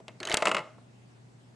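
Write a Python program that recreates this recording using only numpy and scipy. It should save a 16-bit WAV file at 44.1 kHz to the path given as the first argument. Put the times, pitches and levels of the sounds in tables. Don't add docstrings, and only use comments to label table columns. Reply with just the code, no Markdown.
import sys
import numpy as np
from scipy import signal
from scipy.fft import rfft, irfft, next_fast_len
from scipy.io import wavfile
from scipy.ndimage import uniform_filter1d, map_coordinates

SR = 44100
rng = np.random.default_rng(int(sys.argv[2]) if len(sys.argv) > 2 else 0)


def dump_mix(stems):
    frames = np.atleast_2d(stems).T
    limited = np.clip(frames, -1, 1)
    pcm = np.round(limited * 32767).astype(np.int16)
    wavfile.write(sys.argv[1], SR, pcm)


N = 68355

CONTACT_HZ = (400, 1200, 3000, 8000)
# (frequency [Hz], level [dB])
SLOT_COLOUR = [(120, -12), (230, -7), (380, 2.5), (900, -5.5), (1800, -1.5), (3200, 4), (5200, -0.5),
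               (8000, 0.5), (10000, -8), (11300, -17), (12500, -30)]
RING_S, HEAD_S = .35, .01
SLOT_ATTACK_S, SHAFT_ATTACK_S = .0001, .00038


def amp(db):
    return 10 ** (np.asarray(db) / 20)


def along(points, hz):
    f, v = np.transpose(points)
    return np.interp(np.log(hz + 1), np.log(f + 1), v)


def filtered(x, response):
    n = x.shape[-1]
    m = next_fast_len(n + 4096)
    gain = response(np.fft.rfftfreq(m, 1 / SR))
    return irfft(rfft(x, m) * gain, m)[..., :n]


def ring_time():
    return np.arange(int(RING_S * SR)) / SR


def struck(x, t60, attack):
    t = ring_time()
    y = x * amp(-60 * t / t60) * (1 - np.exp(-t / attack))
    power = np.mean(y[..., t < HEAD_S] ** 2, axis=-1, keepdims=True)
    return y / np.sqrt(power + 1e-20)


def blurred(hz, width_hz):
    t = ring_time()
    steps = rng.standard_normal((len(hz), len(t)))
    drift = np.cumsum(steps, axis=1) * np.sqrt(2 * np.pi * width_hz / SR)
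    cycles = np.outer(hz, t) + rng.random((len(hz), 1))
    return np.sin(2 * np.pi * cycles + drift)


def add(track, s, sound):
    i = int(round(s * SR))
    n = min(sound.shape[-1], N - i)
    track[:, i:i + n] += sound[:, :n]


def room_tone(rate=12):
    # (frequency [Hz], level [dB])
    air_colour = [(15, -47.5), (25, -33), (60, -22.5), (90, -19.5), (120, -6), (160, -10), (240, -11),
                  (330, -17), (550, -22.5), (800, -24), (1200, -31), (2200, -33), (3500, -36.5),
                  (5300, -39.5), (7700, -38.5), (9500, -45), (11400, -53.5), (13000, -73.5)]
    # (frequency [Hz], side over mid [dB])
    air_side = [(60, -16.5), (300, -3.5), (1500, 2.5), (8000, -3.5)]
    # (frequency [Hz], level [dB])
    hum_tones = [(119.8, -59), (239.6, -75.5)]
    air_db, hum_waver_db = -59, 1.2
    t = np.arange(N) / SR

    def air_gain(f):
        return amp(along(air_colour, f) + np.array([0 * f, along(air_side, f)]))

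    mid, side = filtered(rng.standard_normal((2, N)), air_gain)
    air = amp(air_db) * np.array([mid + side, mid - side]) / mid.std()
    waver = map_coordinates(rng.standard_normal(256), [t * rate], mode="wrap")
    hum = sum(amp(db) * np.sqrt(2) * np.sin(2 * np.pi * (hz * t + rng.random())) for hz, db in hum_tones)
    return air + hum * amp(hum_waver_db * waver)


def flicker(x):
    patchy_db, full_from_hz = 1.7, 2500
    hz, t, z = signal.stft(x, SR, nperseg=512)
    field = rng.standard_normal(z.shape[1:])
    field = uniform_filter1d(field, size=12, axis=0)
    field = uniform_filter1d(field, size=9, axis=1)
    depth = patchy_db * np.minimum(hz / full_from_hz, 1)[:, None]
    return signal.istft(z * amp(depth * field / field.std()), SR, nperseg=512)[1][:, :N]


def in_room(x):
    # (frequency [Hz], time to fall 60 dB [s])
    room_t60 = [(150, 0.37), (600, .38), (1300, 0.42), (2500, 0.43), (5000, 0.49), (10000, 0.33)]
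    # (frequency [Hz], level [dB])
    room_send = [(150, -9.5), (600, -7.5), (1500, -11.5), (3000, -16), (6000, -15.5), (11000, -15)]
    # (frequency [Hz], side over mid [dB])
    direct_side = [(200, -33), (1500, -15.5), (4000, -21), (10000, -8.5)]
    room_delay_s, room_side_db, port_spread_s = .006, -12.5, .0003
    size, time = len(x), ring_time()

    hz, t, z = signal.stft(rng.standard_normal((2, size)), SR, nperseg=256)
    t60 = along(room_t60, hz)[:, None]
    decay = amp(along(room_send, hz)[:, None] - 60 * t / t60)
    gain = decay * np.sqrt(2 * np.log(1000) / (t60 * SR))
    tail = signal.istft(z * gain, SR, nperseg=256)[1][:, :size]
    tail = tail * (1 - np.exp(-(time / room_delay_s) ** 2))
    wet, wide = signal.fftconvolve(x[None], tail, axes=1)[:, :size]

    spread = rng.standard_normal(size) * np.exp(-time / port_spread_s)
    near = signal.fftconvolve(x, spread / np.linalg.norm(spread))[:size]
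    mid = x + wet
    side = amp(room_side_db) * wide + filtered(near, lambda f: amp(along(direct_side, f)))
    return np.array([mid + side, mid - side])


def clatter(noise, force, colour, t60, attack, count=44):
    knee = 500
    low_cut_hz = 170
    hz = np.geomspace(120 + knee, 12300 + knee, count) - knee
    step = np.log((hz[1] + knee) / (hz[0] + knee))

    def band_gain(f):
        distance = np.log((f + knee) / (hz[:, None] + knee)) / step
        return np.cos(np.pi / 2 * np.clip(distance, -1, 1)) ** 2

    bands = struck(filtered(noise, band_gain), along(t60, hz)[:, None], attack)
    ring = amp(along(force, hz) + along(colour, hz) - 8.5) @ bands
    return signal.sosfilt(signal.butter(2, low_cut_hz, "high", fs=SR, output="sos"), ring)


def box(force, attack):
    # (frequency [Hz], level [dB], time to fall 60 dB [s])
    box_modes = [(396, -16.5, 0.043), (474, -10, .22), (605.2, -6, 0.29), (633, -3, .24), (671.7, -1, 0.15),
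                 (857.5, -8.5, 0.24), (1019, -8.5, .14), (1205, -12.5, 0.15), (1226.6, -9, 0.13),
                 (1376, -6.5, 0.051), (1941, -8.5, 0.12), (2143, -9, 0.17), (2560, -11, .12),
                 (2675, -14, .12)]
    scatter_db, blur_hz = 1.5, 6
    hz, db, t60 = np.transpose(box_modes)
    scatter = scatter_db * rng.standard_normal(len(hz))
    return amp(along(force, hz) + db + scatter) @ struck(blurred(hz, blur_hz), t60[:, None], attack)


def slide():
    # (frequency [Hz], level [dB])
    slide_colour = [(150, -20), (280, -4.5), (390, 8), (520, -11), (660, -6), (850, -17), (1400, -6),
                    (2100, -16), (3500, -37.5), (9000, -30.5), (13000, -58.5)]
    start_s, end_s, level_db, rise_db = .205, .34, -50.5, 5.5
    slips_per_s = 600
    out, t = np.zeros((2, N)), ring_time()
    slips = rng.standard_normal(len(t)) * (rng.random(len(t)) < slips_per_s / SR)
    rub = filtered(slips, lambda f: amp(along(slide_colour, f)))
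    progress = t / (end_s - start_s)
    fade = np.clip(20 * np.minimum(progress, 1 - progress), 0, 1)
    pressure = amp(level_db + rise_db * progress) * fade
    add(out, start_s, in_room(pressure * rub / rub.std()))
    return out


def slot():
    # (time [s], thud [dB], body [dB], clack [dB], click [dB],
    #                            low ring [Hz], its level [dB], high ring [Hz], its level [dB])
    contacts = [(.002, -55, -67.5, -76, -78, 480, -61, 700, -63),
                (.0812, -50, -56, -53, -59.5, 630, -47, 2680, -55.5),
                (.2025, -47.5, -50, -56, -53.5, 2150, -45.5, 4280, -45),
                (.2306, -51.5, -48, -44.5, -53.5, 1800, -44, 6300, -50),
                (.2522, -48, -49, -49.5, -46, 4000, -40, 6400, -46.5),
                (.2727, -50, -40.5, -50, -46, 3165, -35.5, 6450, -45.5),
                (.2875, -57, -41, -55, -58, 1864, -39, 9400, -57),
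                (.2973, -47, -41.5, -48, -45.5, 2170, -37.5, 6900, -48.5),
                (.3065, -45.5, -37.5, -48.5, -51.5, 660, -41, 3950, -44),
                (.3157, -58, -34.5, -39, -51.5, 2157, -29.5, 3100, -33.5),
                (.3248, -55, -46, -42, -43.5, 2263, -38.5, 4700, -39),
                (.3345, -37, -42, -57, -55.5, 1850, -42, 2700, -48),
                (.3402, -45, -40, -41, -47.5, 940, -32.5, 2900, -39.5),
                (.3705, -40, -33.5, -37.5, -31.5, 3254, -31, 3550, -36.5)]
    # (frequency [Hz], time to fall 60 dB [s])
    slot_t60 = [(300, 0.042), (1500, 0.09), (3500, 0.026), (9000, .012)]
    edge_t60_s, edge_blur_hz, box_db = .025, 60, -3.5
    out, t = np.zeros((2, N)), ring_time()
    for s, *levels, low_hz, low_db, high_hz, high_db in contacts:
        force = list(zip(CONTACT_HZ, levels))
        contact = clatter(rng.standard_normal(len(t)), force, SLOT_COLOUR, slot_t60, SLOT_ATTACK_S)
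        tones = struck(blurred([low_hz, high_hz], edge_blur_hz), edge_t60_s, SLOT_ATTACK_S)
        two_rings = amp([low_db, high_db]) @ tones
        add(out, s, in_room(contact + two_rings + amp(box_db) * box(force, SLOT_ATTACK_S)))
    return out


def snap():
    # (frequency [Hz], level [dB])
    crack_force = [(400, -39.5), (1200, -31.5), (3000, -33.5), (5500, -39.5), (8500, -25.5)]
    # (frequency [Hz], time to fall 60 dB [s])
    crack_t60 = [(300, 0.057), (1500, 0.054), (3500, 0.02), (9000, 0.012)]
    snap_s, push_db, push_width_s, push_left_db = .34293, -8.5, .00012, .3
    crack_attack_s = .00005
    room_share = amp(-10.5)
    out, t = np.zeros((2, N)), ring_time()
    push = amp(push_db) * np.exp(-((t - HEAD_S) / push_width_s) ** 2)
    crack = clatter(rng.standard_normal(len(t)), crack_force, SLOT_COLOUR, crack_t60, crack_attack_s)
    add(out, snap_s - HEAD_S, push * amp([[push_left_db], [-push_left_db]]))
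    add(out, snap_s, in_room(room_share * crack) + (1 - room_share) * crack)
    return out


def wall(db):
    # (frequency [Hz], level [dB], time to fall 60 dB [s])
    wall_modes = [(2638, -6, 0.037), (2842, -2.5, 0.013), (3060, -15.5, 0.018)]
    attack_s = .0009
    hz, level, t60 = np.transpose(wall_modes)
    tones = np.sin(2 * np.pi * hz[:, None] * ring_time())
    return amp(db + level) @ struck(tones, t60[:, None], attack_s)


def shaft():
    # (time [s], thud [dB], body [dB], clack [dB], click [dB], base plate [dB], wall ring [dB])
    knocks = [(.4025, -50, -43.5, -56, -67, -56.5, -48), (.4224, -33, -30.5, -36.5, -44.5, -71, -51),
              (.4545, -44, -27.5, -35.5, -37, -46.5, -44), (.4706, -35.5, -28, -35.5, -42.5, -53, -24.5),
              (.4812, -35, -41.5, -44, -43, -48, -56.5), (.4920, -48.5, -35, -44, -48.5, -56, -52),
              (.5146, -36, -29.5, -41.5, -44, -57, -29), (.5385, -46, -58, -73, -56, -53, -69),
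              (.5462, -40, -30.5, -37, -44, -52.5, -32.5), (.5668, -44, -33, -37.5, -49.5, -58, -37),
              (.5810, -43, -41.5, -44.5, -56.5, -56, -47), (.5905, -47.5, -48, -52, -59, -59, -48),
              (.6030, -69, -51, -56, -70, -57, -62), (.7820, -61.5, -62, -90, -110, -74, -95)]
    # (frequency [Hz], level [dB])
    shaft_colour = [(120, -16), (220, -19.5), (330, -5), (480, 2.5), (900, -1.5), (1330, 3), (1700, -4),
                    (2050, 5), (2400, -1.5), (2800, 2.5), (3400, -2.5), (3950, 0), (4400, -2.5),
                    (4800, -0.5), (6200, -4), (7500, 4), (9000, -4), (10500, -9), (12500, -36)]
    # (frequency [Hz], time to fall 60 dB [s])
    shaft_t60 = [(300, 0.08), (1500, 0.027), (3500, 0.0357), (9000, .018)]
    # (frequency [Hz], level [dB])
    thump_colour = [(30, -23), (60, -27), (100, -8.5), (190, 21), (300, -15.5), (600, -35), (2000, -82)]
    thump_t60_s, thump_attack_s, box_db = .11, .0041, -2.5
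    alike = .81
    out, size = np.zeros((2, N)), len(ring_time())
    same_walls = rng.standard_normal(size)
    for s, *levels, thump_db, wall_db in knocks:
        force = list(zip(CONTACT_HZ, levels))
        noise = np.sqrt(alike) * same_walls + np.sqrt(1 - alike) * rng.standard_normal(size)
        knock = clatter(noise, force, shaft_colour, shaft_t60, SHAFT_ATTACK_S)
        plate = filtered(rng.standard_normal(size), lambda f: amp(along(thump_colour, f)))
        thump = amp(thump_db) * struck(plate, thump_t60_s, thump_attack_s)
        ring = amp(box_db) * box(force, SHAFT_ATTACK_S)
        add(out, s, in_room(knock + wall(wall_db) + thump + ring))
    return out


def scene():
    left_db = .27
    background = flicker(room_tone())
    coin = slide() + slot() + snap() + shaft()
    return (background + coin) * amp([[left_db], [-left_db]])


def record(dry):
    top_hz = 12700
    return filtered(dry, lambda hz: 1 / np.sqrt(1 + (hz / top_hz) ** 120))


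dry = scene()
out = record(dry)
dump_mix(out)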